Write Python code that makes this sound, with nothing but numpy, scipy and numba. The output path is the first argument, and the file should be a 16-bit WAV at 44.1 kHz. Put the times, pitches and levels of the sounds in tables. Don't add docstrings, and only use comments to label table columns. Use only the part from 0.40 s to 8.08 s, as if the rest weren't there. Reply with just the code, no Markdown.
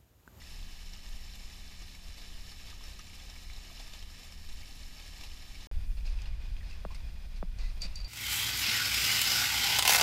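import sys
import numpy as np
from scipy import signal
from scipy.fft import rfft, irfft, next_fast_len
from scipy.io import wavfile
from scipy.ndimage import uniform_filter1d
from numba import njit

SR = 44100
rng = np.random.default_rng(int(sys.argv[2]) if len(sys.argv) > 2 else 0)


def invert_db(x):
    u = np.asarray(x, float) / 20
    return 10 ** u


def master_out(mix):
    frames = np.transpose(np.atleast_2d(mix))
    ceiling = np.clip(frames, -1, 1)
    pcm = np.round(ceiling * 32767).astype(np.int16)
    wavfile.write(sys.argv[1], SR, pcm)


N = 338681
T = np.arange(N) / SR
CUT_S = (5.2705, 5.3138)
BY_WATER = T < CUT_S[1]


def unit(x):
    return x / np.sqrt(np.mean(x ** 2))


def colour(x, spectrum, bumps, lo_hz, hi_hz):
    size = next_fast_len(N)
    f = np.arange(size // 2 + 1) * SR / size + 1e-3
    hz, db = np.transpose(spectrum)
    db = np.interp(np.log(f), np.log(hz), db)
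    db = db + sum(boost / (1 + (2 * (f - centre) / width) ** 2) for centre, width, boost in bumps)
    shaped = rfft(x, size) * invert_db(db)
    in_band = irfft(shaped * (f > lo_hz) * (f < hi_hz), size)[:N]
    return irfft(shaped, size)[:N] / np.std(in_band)


def walk(rate):
    k = int(SR / rate)
    held = np.repeat(rng.standard_normal(N // k + 1), k)
    return unit(uniform_filter1d(uniform_filter1d(held, k), k)[:N])


@njit
def grains(start, hz, cycles, size, glide):
    out = np.zeros(N)
    for k in range(len(start)):
        tau, phase = cycles[k] / hz[k] * SR, 0.
        for i in range(min(int(6 * tau), N - start[k])):
            phase += 2 * np.pi * hz[k] * (1 + glide * i / tau) / SR
            out[start[k] + i] += size[k] * np.sin(phase) * np.exp(-i / tau)
    return out


def typed(events, cycles, glide, db):
    s, peak_db, hz = np.array(events, float).T[:3]
    return grains((s * SR).astype(np.int64), hz, np.full(len(s), cycles), invert_db(peak_db + db), glide)


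def crack(s, db, fade_s, lo_hz, hi_hz):
    snap = signal.lfilter(*signal.butter(1, [lo_hz, hi_hz], "band", fs=SR), rng.standard_normal(N))
    return invert_db(db) * snap * (T > s) * np.exp(-np.maximum(T - s, 0) / fade_s)


def strike(s, db, modes, damp_s, push_s):
    t = np.maximum(T - s, 0)
    ring = sum(invert_db(g - 60 * t / t60) * np.sin(2 * np.pi * hz * t) for hz, g, t60 in modes)
    push = np.sin(np.pi / 2 * np.minimum(t / push_s, 1)) ** 2
    choke = np.exp(-np.maximum(t - damp_s, 0) / 0.0018)
    return invert_db(db) * ring * push * choke


def spray(count, scatter_db, flicker_db, bubble_db):
    burst = invert_db(flicker_db * (0.31 * walk(19) + 0.56 * walk(35) + 0.5 * walk(90)))
    when, pitch, size, ring = rng.random((count, 4)).T
    start = (when * N).astype(np.int64)
    hz = 400 * 30. ** pitch
    size_db = np.minimum(-scatter_db * np.log(1 - size), 6)
    level = hz * invert_db(size_db) * np.minimum(burst[start], 1.15)
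    bubbles = grains(start, hz, 2 + 6 * ring ** 2, level, 0.028)
    return unit(rng.standard_normal(N) * burst) + invert_db(bubble_db) * unit(bubbles)


# start in seconds, peak in dB, pitch in Hz, surge in dB.
PLOPS = [(0.018, -39, 1950, -72), (0.1226, -47, 5320, -61), (0.37, -50, 3460, -80), (0.536, -33, 5490, -69),
         (0.85, -37, 5360, -78), (0.9367, -36, 4100, -68), (1.4215, -43, 5120, -59),
         (1.484, -40, 4040, -68), (1.5497, -40, 2240, -64), (1.7814, -43, 2230, -60),
         (2.066, -39, 3850, -67), (2.118, -35, 4300, -82), (2.3, -40, 5420, -57), (2.4397, -34, 5200, -69),
         (2.535, -39, 3990, -72), (2.593, -33, 5860, -63), (2.8993, -32, 5400, -64),
         (2.9617, -39, 2270, -67), (3.164, -36.5, 3930, -70), (3.398, -35, 3540, -55),
         (3.5363, -34, 3560, -65), (3.626, -34, 3160, -59), (3.8324, -39, 4020, -61),
         (3.9235, -33, 5260, -76), (4.09, -39, 4020, -61), (4.5994, -40, 3470, -61),
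         (4.838, -36, 3980, -53), (5.023, -41, 4020, -61), (5.1537, -39, 2290, -72),
         (5.2071, -40, 3610, -64)]
# start in seconds, peak in dB, pitch in Hz, surge in dB.
MORE_PLOPS = [(0.2289, -41, 3460, -64), (1.8194, -49, 3500, -64), (2.4384, -40, 5260, -66),
              (2.6694, -46, 2330, -65), (2.7332, -41, 2260, -74), (2.9392, -42, 3940, -70),
              (3.016, -50, 3890, -72), (3.1343, -39, 4070, -70), (3.4644, -42, 2250, -75),
              (3.5922, -41, 5360, -64), (3.7459, -42, 5200, -66), (3.8696, -47, 2890, -68),
              (4.2592, -40, 5370, -71), (4.6798, -41, 5500, -66), (4.7316, -42, 4270, -64),
              (4.811, -38, 5330, -61), (4.8494, -41, 3940, -64), (4.9172, -40, 2950, -80),
              (5.2294, -40, 5450, -64)]


def slaps(rise_s, fade_s):
    def bump(s, up, down):
        return np.exp(-np.abs(T - s) / np.where(T < s, up, down))

    out = 0
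    for s, peak_db, _, surge_db in PLOPS + MORE_PLOPS:
        sheet = invert_db(peak_db - 33) * bump(s, rise_s, fade_s)
        out = out + sheet + invert_db(surge_db) * bump(s, 0.0021, 0.0073)
    return out


# time of the top in seconds, peak in dB.
MISTS = [(0.0598, -50.5), (0.1246, -53), (0.2194, -53.5), (0.4658, -51.5), (0.6943, -50), (0.7552, -49.5),
         (0.8515, -50.5), (0.9547, -49), (1.1538, -52.5), (1.2645, -50), (1.3957, -56), (1.479, -52),
         (1.5529, -49.5), (1.6696, -52.5), (1.7749, -47.5), (1.9061, -52), (2.1091, -52.5), (2.1705, -53),
         (2.2722, -56), (2.4379, -52), (2.5925, -49.5), (2.6648, -52), (2.7496, -48.5), (2.8544, -49.5),
         (2.9527, -50.5), (3.014, -52), (3.1772, -50.5), (3.2555, -52), (3.4516, -55.5), (3.5354, -50),
         (3.6237, -51.5), (3.699, -51.5), (3.7858, -48.5), (3.8487, -47.5), (3.9255, -48), (4.124, -47.5),
         (4.2842, -50), (4.3595, -49.5), (4.4867, -50.5), (4.6014, -51.5), (4.6683, -51), (4.7711, -49),
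         (4.8374, -51.5), (5.1267, -54.5), (5.228, -51.5)]


def patchy(x, split_hz, body_db, mist_db, rate):
    body = signal.sosfiltfilt(signal.butter(2, split_hz, fs=SR, output="sos"), x)
    usual_db = np.mean(np.array(MISTS)[:, 1])
    cloud_db = 0
    for s, db in MISTS:
        spread_s = np.where(T < s, 0.0085, 0.019)
        cloud_db = cloud_db + max(2 + db - usual_db, 0) * np.exp(-((T - s) / spread_s) ** 2)
    before_cut = T < CUT_S[0]
    cloud_db = cloud_db - np.mean(cloud_db[before_cut]) * before_cut
    body_gain = invert_db(body_db * walk(rate) + 0.27 * cloud_db)
    mist_gain = invert_db(mist_db * walk(rate) + cloud_db)
    return body * body_gain + (x - body) * mist_gain


# frequency in Hz, density in dB per Hz.
WATER_NEAR = [(150, -35), (250, -2), (426, -10.5), (1260, -10), (1450, -4), (1750, -5), (2980, -2),
              (3310, -5.5), (5350, -3), (5940, -10), (15300, -24)]
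WATER_FAR = [(150, -45), (250, -7), (682, -2.5), (1200, -6), (1330, -10), (1410, -5), (2410, -3.5),
             (3080, -6), (4770, -7), (12000, -33), (15600, -57), (22000, -120)]
# centre in Hz, width in Hz, boost in dB.
HOUSING_NEAR = [(776, 410, 4.5), (1240, 117, 6), (1456, 161, -17), (1736, 280, 3), (2220, 77, 4.5),
                (2080, 140, -5), (3060, 270, 2), (3337, 155, -9.5), (3490, 210, 7), (3980, 115, 6.5),
                (4900, 270, -3), (5360, 270, 5), (6390, 300, 3.5), (7160, 360, 7.5), (11770, 1500, 6.5)]
HOUSING_FAR = [(2460, 115, 7.8), (2800, 88, 1.1), (3400, 230, 4.5), (5020, 450, 4.5)]
# time in seconds, level in dB.
JET_FLOW = [(0, -54.5), (1.0, -54.5), (1.62, -55), (1.76, -54), (2.5, -54), (3.1, -55), (3.4, -52.5),
            (3.75, -55.5), (4.5, -54.5), (5.26, -54), (5.32, -61.5), (5.636, -62), (5.762, -56.5),
            (6.16, -62), (6.404, -59.5), (7.15, -62)]
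# start in seconds, peak in dB, pitch in Hz.
GLUGS = [(1.1, -46, 2000), (2.328, -47, 1190), (2.6, -47, 1730), (2.7, -49, 2300), (2.409, -48, 1050),
         (3.315, -51, 680), (3.401, -46, 780), (3.536, -39, 2500), (2.8, -41, 3300), (2.4, -44, 3600),
         (4.9, -44, 3480), (3.1, -38, 2270), (3.7, -54, 1250), (5.2, -54, 960), (7.6, -52, 1250),
         (3.3, -53, 1200)]
# start in seconds, peak in dB, pitch in Hz.
PINGS = [
    (2.593, -51.5, 1240),
    (4.232, -49, 2270),
    (5.155, -52, 2290),
]


def water():
    near = spray(count=9000, scatter_db=2.5, flicker_db=1.0, bubble_db=-7.5)
    near = colour(near, WATER_NEAR, HOUSING_NEAR, 1500, 7540)
    far = spray(count=6000, scatter_db=2.0, flicker_db=2.0, bubble_db=-15.0)
    far = colour(far, WATER_FAR, HOUSING_FAR, 1460, 9000)
    churn_db = 0.24 * walk(22)
    flow = invert_db(np.interp(T, *np.transpose(JET_FLOW)) + churn_db) + slaps(0.00084, 0.0043)
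    jet = patchy(np.where(BY_WATER, near, far), split_hz=7200, body_db=0.27, mist_db=0.72, rate=11) * flow
    plops = typed(PLOPS + MORE_PLOPS, 8.0, 0.008, -7)
    glugs = typed(GLUGS, 5.0, 0.017, -1.9)
    pings = typed(PINGS, 10.0, 0.002, 2.6)
    return jet + plops + glugs + pings


# time of the top in seconds, level in dB, length in seconds.
GUSTS = [(0.096, -50, 0.093), (0.21, -44, 0.15), (0.477, -42, 0.18), (0.775, -44.5, 0.17),
         (1.047, -41, 0.072), (1.19, -49, 0.12), (1.416, -44, 0.09), (1.693, -46, 0.039),
         (1.986, -45.5, 0.12), (2.42, -42, 0.19), (3.125, -39, 0.1), (3.465, -46, 0.17),
         (3.655, -45, 0.049), (4.115, -40.5, 0.088), (4.302, -47, 0.26), (4.485, -42.5, 0.13),
         (4.94, -43.5, 0.31), (5.183, -43, 0.18), (5.366, -33, 0.058), (5.474, -33.5, 0.086),
         (5.684, -31, 0.2), (5.916, -35, 0.085), (6.118, -36.5, 0.094), (6.6, -39, 0.2), (7, -32, 0.06),
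         (6.76, -44, 0.097), (6.874, -39, 0.034), (7.10, -33.5, 0.072), (7.36, -42, 0.053),
         (5.77, -37, 0.04), (7.245, -33.5, 0.098), (7.46, -35, 0.12), (7.635, -34.5, 0.049)]


def gusts():
    power = invert_db(2 * np.where(BY_WATER, -49, -41))
    for s, db, length in GUSTS:
        power = power + invert_db(2 * db) * np.exp(-(2 * (T - s) / length) ** 2)
    return np.sqrt(power) * invert_db(2 * walk(13))


# start in seconds, length in seconds,
# level in dB.
LIGHT_PUFFS = [(0.18, 0.058, -49.5), (0.497, 0.054, -53.5), (0.726, 0.036, -52), (1.442, 0.03, -54),
               (1.521, 0.034, -57), (1.617, 0.027, -45), (1.67, 0.053, -48), (2.04, 0.046, -51),
               (2.245, 0.042, -52), (2.331, 0.034, -49), (2.482, 0.048, -52), (2.668, 0.05, -53),
               (3.063, 0.032, -53), (3.153, 0.04, -52), (3.751, 0.032, -53), (3.955, 0.066, -52),
               (4.045, 0.03, -60), (4.15, 0.13, -50), (4.402, 0.03, -54), (4.681, 0.038, -53),
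               (4.857, 0.03, -58), (5.084, 0.052, -54), (5.176, 0.04, -61)]
ROCK_PUFFS = [(5.328, 0.071, -38), (5.438, 0.18, -40.5), (5.607, 0.056, -39), (5.686, 0.039, -42),
              (5.761, 0.068, -41), (5.894, 0.072, -40), (6.05, 0.042, -40), (6.102, 0.036, -37),
              (6.176, 0.082, -45), (6.477, 0.046, -42), (6.627, 0.048, -39), (7.024, 0.038, -46),
              (7.14, 0.05, -42), (7.212, 0.044, -48), (7.307, 0.063, -43.5), (7.52, 0.048, -41)]


def puffs():
    power = invert_db(2 * np.where(BY_WATER, -58, -49))
    for s, length, db in LIGHT_PUFFS + ROCK_PUFFS:
        power = power + invert_db(2 * (db - 0.5)) * np.exp(-(2 * (T - s - length / 2) / (0.89 * length)) ** 2)
    return np.sqrt(power)


# frequency in Hz, density in dB per Hz.
WIND_COLOUR = [(4.7, -11), (8.0, 1), (30, 2), (54, -11.5), (80, -17), (96, -22), (119, -23), (145, -29.5),
               (174, -28), (400, -43), (520, -72), (880, -120)]
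GALE_COLOUR = [(4.7, -24), (8.0, 1), (27, 4.5), (46, -0.5), (67, -10.5), (107, -23.5), (167, -27),
               (221, -32), (239, -42), (320, -40.5), (420, -71), (700, -120)]


def wind():
    eddies = rng.standard_normal(N)
    breeze = colour(eddies, WIND_COLOUR, [], 14, 90)
    gale = colour(eddies, GALE_COLOUR, [], 8.6, 90)
    air = np.where(BY_WATER, breeze, gale)
    deep, low = (signal.sosfiltfilt(signal.butter(2, hz, fs=SR, output="sos"), air) for hz in (55, 100))
    rumble = deep / np.sqrt(uniform_filter1d(deep ** 2, size=3500) + 0.11)
    swell = uniform_filter1d(uniform_filter1d((low - deep) ** 2, size=1500), size=1500)
    flutter = (low - deep) / np.sqrt(swell + 0.011)
    rustle = (air - low) * invert_db(np.where(BY_WATER, -46, -36.5)) * invert_db(1.4 * walk(8.7))
    return rumble * gusts() + flutter * puffs() + rustle


# multiple, level in dB rms.
EXHAUST = [(2, -59), (4, -78.5), (5, -67.5), (6, -73), (7, -77), (8, -84.5), (10, -85.5), (11, -84.5),
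           (13, -90)]


def engine():
    firing_hz = 35.82 * (1 + 0.0007 * walk(1.606))
    turn = 2 * np.pi * np.cumsum(firing_hz) / SR
    drone = sum(invert_db(db + 1.3 * walk(6)) * np.sin(k * turn + 6 * rng.random()) for k, db in EXHAUST)
    return np.sqrt(2) * drone


# pitch in Hz, level in dB rms.
WHINES = [(1464, -84), (8631, -88), (14086, -91)]
# frequency in Hz, density in dB per Hz.
HISS_COLOUR = [(2000, -26), (6000, 1), (12000, -2.5), (15500, -4)]
# centre in Hz, width in Hz, boost in dB.
HISS_PEAKS = [(9560, 170, 11), (14280, 400, 10)]


def electronics():
    whine = np.sqrt(2) * sum(invert_db(db) * np.sin(2 * np.pi * hz * T) for hz, db in WHINES)
    hiss = colour(rng.standard_normal(N), HISS_COLOUR, HISS_PEAKS, 6800, 14400)
    return whine + invert_db(-72 + 1.2 * walk(7.3)) * hiss


# pitch in Hz, level in dB, 60 dB decay in seconds.
RESUME_MODES = [(1500, -1.5, 0.0018), (556, 0.5, 0.004), (302, -10, 0.01), (131, -3, 0.036)]


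def resume_click():
    return strike(CUT_S[1] - 0.0002, -35.5, RESUME_MODES, damp_s=0.1, push_s=0.0001)


# start in seconds, length in seconds, level in dB, fade in dB, brightness in dB
SCUFFS = [(5.567, 0.041, -61, 2, -3), (5.65, 0.094, -55, 9, 2), (5.77, 0.044, -65.5, 3, 7),
          (5.817, .008, -56, 5, 2), (5.859, 0.027, -58, 10, -6), (6.164, 0.03, -64.5, 1, -2),
          (6.228, 0.065, -61.5, 1, -3), (6.295, .05, -60, 5, 3), (6.505, 0.031, -54.5, 7, -4),
          (6.544, 0.026, -49.5, 13, 0.5), (6.958, 0.028, -66, 1, 6), (7.184, 0.03, -55, 12, -2),
          (7.187, 0.13, -64.5, -1, -8.5), (7.32, 0.1, -67, 1.1, -5), (7.405, .01, -55, 3, -1),
          (7.416, 0.04, -47, 7, 4), (7.426, 0.048, -63.5, -5.5, -8), (7.478, 0.084, -59.5, 2, -4.5),
          (7.556, 0.034, -62, 8.5, 10), (7.568, 0.053, -58.5, -1, -3.5), (7.627, .06, -61, 2, -8)]
# start in seconds, peak in dB, pitch in Hz.
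TICKS = [(5.666, -67, 821), (5.677, -39, 2580), (5.789, -37.5, 2600), (5.819, -37.5, 5000),
         (5.857, -38, 2780), (6.166, -43, 2480), (6.211, -43, 1930), (6.311, -41, 2640), (6.506, -43, 1034),
         (6.513, -49, 880), (6.605, -51, 900), (6.547, -44, 2100), (5.858, -44, 4300), (5.858, -48, 1910),
         (6.166, -45, 3180), (6.229, -47, 1790), (6.311, -45, 4900), (6.32, -48, 2100), (6.33, -43, 2600),
         (6.523, -49, 1100), (5.819, -44, 3120), (5.931, -52, 2200), (6.56, -46, 2150), (7.466, -44, 5100)]
# start in seconds, peak in dB, pitch in Hz.
PEBBLES = [
    (5.819, -53, 6600),
    (6.547, -48, 8300),
    (6.549, -50, 4900),
    (6.547, -53, 4300),
    (6.635, -57, 2450),
    (5.665, -49, 4900),
]
# frequency in Hz, density in dB per Hz.
RUB_COLOUR = [(180, -51), (300, -8), (416, -17), (550, -4.5), (841, -10.5), (943, -9), (1670, -11.5),
              (2440, -5.5), (2690, -4.5), (5180, -5.5), (6100, -11.5), (15000, -30.5)]
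# centre in Hz, width in Hz, boost in dB.
RUB_PEAKS = [(2570, 900, 5), (3200, 530, -10.5), (4400, 1100, 3.5)]


def scuffs():
    uneven = invert_db(0.84 * walk(160) + 0.92 * walk(45))
    rub = colour(rng.standard_normal(N) * uneven, RUB_COLOUR, RUB_PEAKS, 1500, 9000)
    dull = signal.lfilter(*signal.butter(1, 3200, fs=SR), rub)
    out = typed(TICKS, 11.0, 0.0045, -6.0) + typed(PEBBLES, 20.0, 0.001, 0.1)
    for s, db, hz in TICKS:
        out = out + crack(s, db - 3, 0.0027, 0.98 * hz, 1.22 * hz)
    for s, length, db, fade_db, tilt_db in SCUFFS:
        t = T - s
        shape = np.clip(t / 0.0044, 0, 1) * np.clip(1 + (length - t) / 0.013, 0, 1)
        shape = shape * invert_db(-fade_db * np.clip(t / length, 0, 2))
        out = out + invert_db(db) * shape * (dull * invert_db(-tilt_db) + (rub - dull) * invert_db(tilt_db))
    return out


# start in seconds, peak in dB.
THUDS = [
    (6.035, -48),
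    (7.449, -44),
]
# pitch in Hz, level in dB, 60 dB decay in seconds.
THUD_MODES = [(175, 3, 0.084), (234, -8, 0.055)]


def thuds():
    return sum(strike(s, db, THUD_MODES, damp_s=0.2, push_s=0.0048) for s, db in THUDS)


# pitch in Hz, level in dB, 60 dB decay in seconds.
PANEL_MODES = [(626, -8.5, 0.021), (1130, -14, 0.018), (2710, -18, 0.0095)]


def knock(s, db, way, first_hz, tail_db):
    t = np.maximum(T - s, 0)
    body_hz, spread_s = 169, 0.0016
    turns = body_hz * t + (first_hz - body_hz) * spread_s * (1 - np.exp(-t / spread_s))
    decay = np.exp(-t / 0.00097) + invert_db(tail_db) * np.exp(-(t / 0.018) ** 2)
    shell = invert_db(db) * np.minimum(t / 0.00065, 1) ** 2 * decay * np.sin(2 * np.pi * turns)
    panels = strike(s + 0.00039, db, PANEL_MODES, damp_s=0.1, push_s=0.00039)
    return way * (shell - panels) + crack(s, db - 24, 0.0011, 2300, 4400)


# start in seconds, peak in dB, direction, first pitch in Hz, tail in dB.
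KNOCKS = [
    (6.4506, -26.5, 0.96, 1340, -13),
    (7.0273, -29, -0.76, 1335, -4.5),
]


def knocks():
    return sum(knock(*row) for row in KNOCKS)


# start in seconds, length in seconds, level in dB, fade in dB.
DRAGS = [
    (7.182, .118, -57, 1),
    (7.427, .04, -61, 5),
    (7.563, 0.047, -63, 5),
]
# centre in Hz, width in Hz, boost in dB.
DRAG_PEAKS = [(2004, 110, 19), (2450, 160, 13), (2820, 120, 1), (3300, 490, -15), (3900, 200, 10),
              (4300, 300, 8), (4650, 130, 8), (5200, 250, 1), (6500, 300, 6)]


def drags():
    uneven = invert_db(1.6 * walk(70))
    scrape = colour(rng.standard_normal(N) * uneven, RUB_COLOUR, DRAG_PEAKS, 1500, 9000)
    level = 0
    for s, length, db, fade_db in DRAGS:
        t = T - s
        edges = np.clip(t / 0.002, 0, 1) * np.clip(1 + (length - t) / 0.006, 0, 1)
        level = level + invert_db(db - fade_db * np.clip(t / length, 0, 1)) * edges
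    return scrape * level


# pitch in Hz, level in dB, 60 dB decay in seconds.
RING_MODES = [(4676, -2.5, 0.18), (4640, -12, 0.03), (4420, -9, 0.077)]
# pitch in Hz, level in dB, 60 dB decay in seconds.
RING_TOP = [(5770, -2.5, 0.014), (6700, -3, 0.012), (5150, -9, .015), (8000, -19, 0.034),
            (7450, -18, 0.033), (11100, -21, .03), (11800, -22, .015)]


def clink(s, db, damp_s, hard_db):
    main = strike(s, db, RING_MODES, damp_s, 0.0015)
    top = strike(s, db + hard_db, RING_TOP, damp_s, 0.0011)
    return main + top + crack(s, db + hard_db - 15, 0.004, 5200, 8400)


# start in seconds, peak in dB, damped after seconds, hardness in dB.
CLINKS = [
    (7.187, -51.5, .03, 6),
    (7.410, -42, 0.0087, -10),
    (7.4179, -30, 0.051, 0),
    (7.556, -37, 0.046, 3),
    (7.601, -40.5, 0.022, -8),
    (7.645, -38.5, .05, -6),
]


def clinks():
    return sum(clink(*row) for row in CLINKS)


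def scene():
    heard = water() + wind() + engine() + electronics()
    heard = heard + scuffs() + thuds() + knocks() + drags() + clinks()
    before = heard * (T < CUT_S[0])
    after = heard * np.clip((T - CUT_S[1]) / 0.0017, 0, 1)
    return (before + after + resume_click())[None]


def band_limit(x):
    return signal.sosfilt(signal.butter(12, 15580, fs=SR, output="sos"), x)


def record(dry):
    mix = signal.sosfilt(signal.ellip(10, 0.2, 60, 15300, fs=SR, output="sos"), dry)
    return band_limit(mix)


dry = scene()
out = record(dry)
master_out(out)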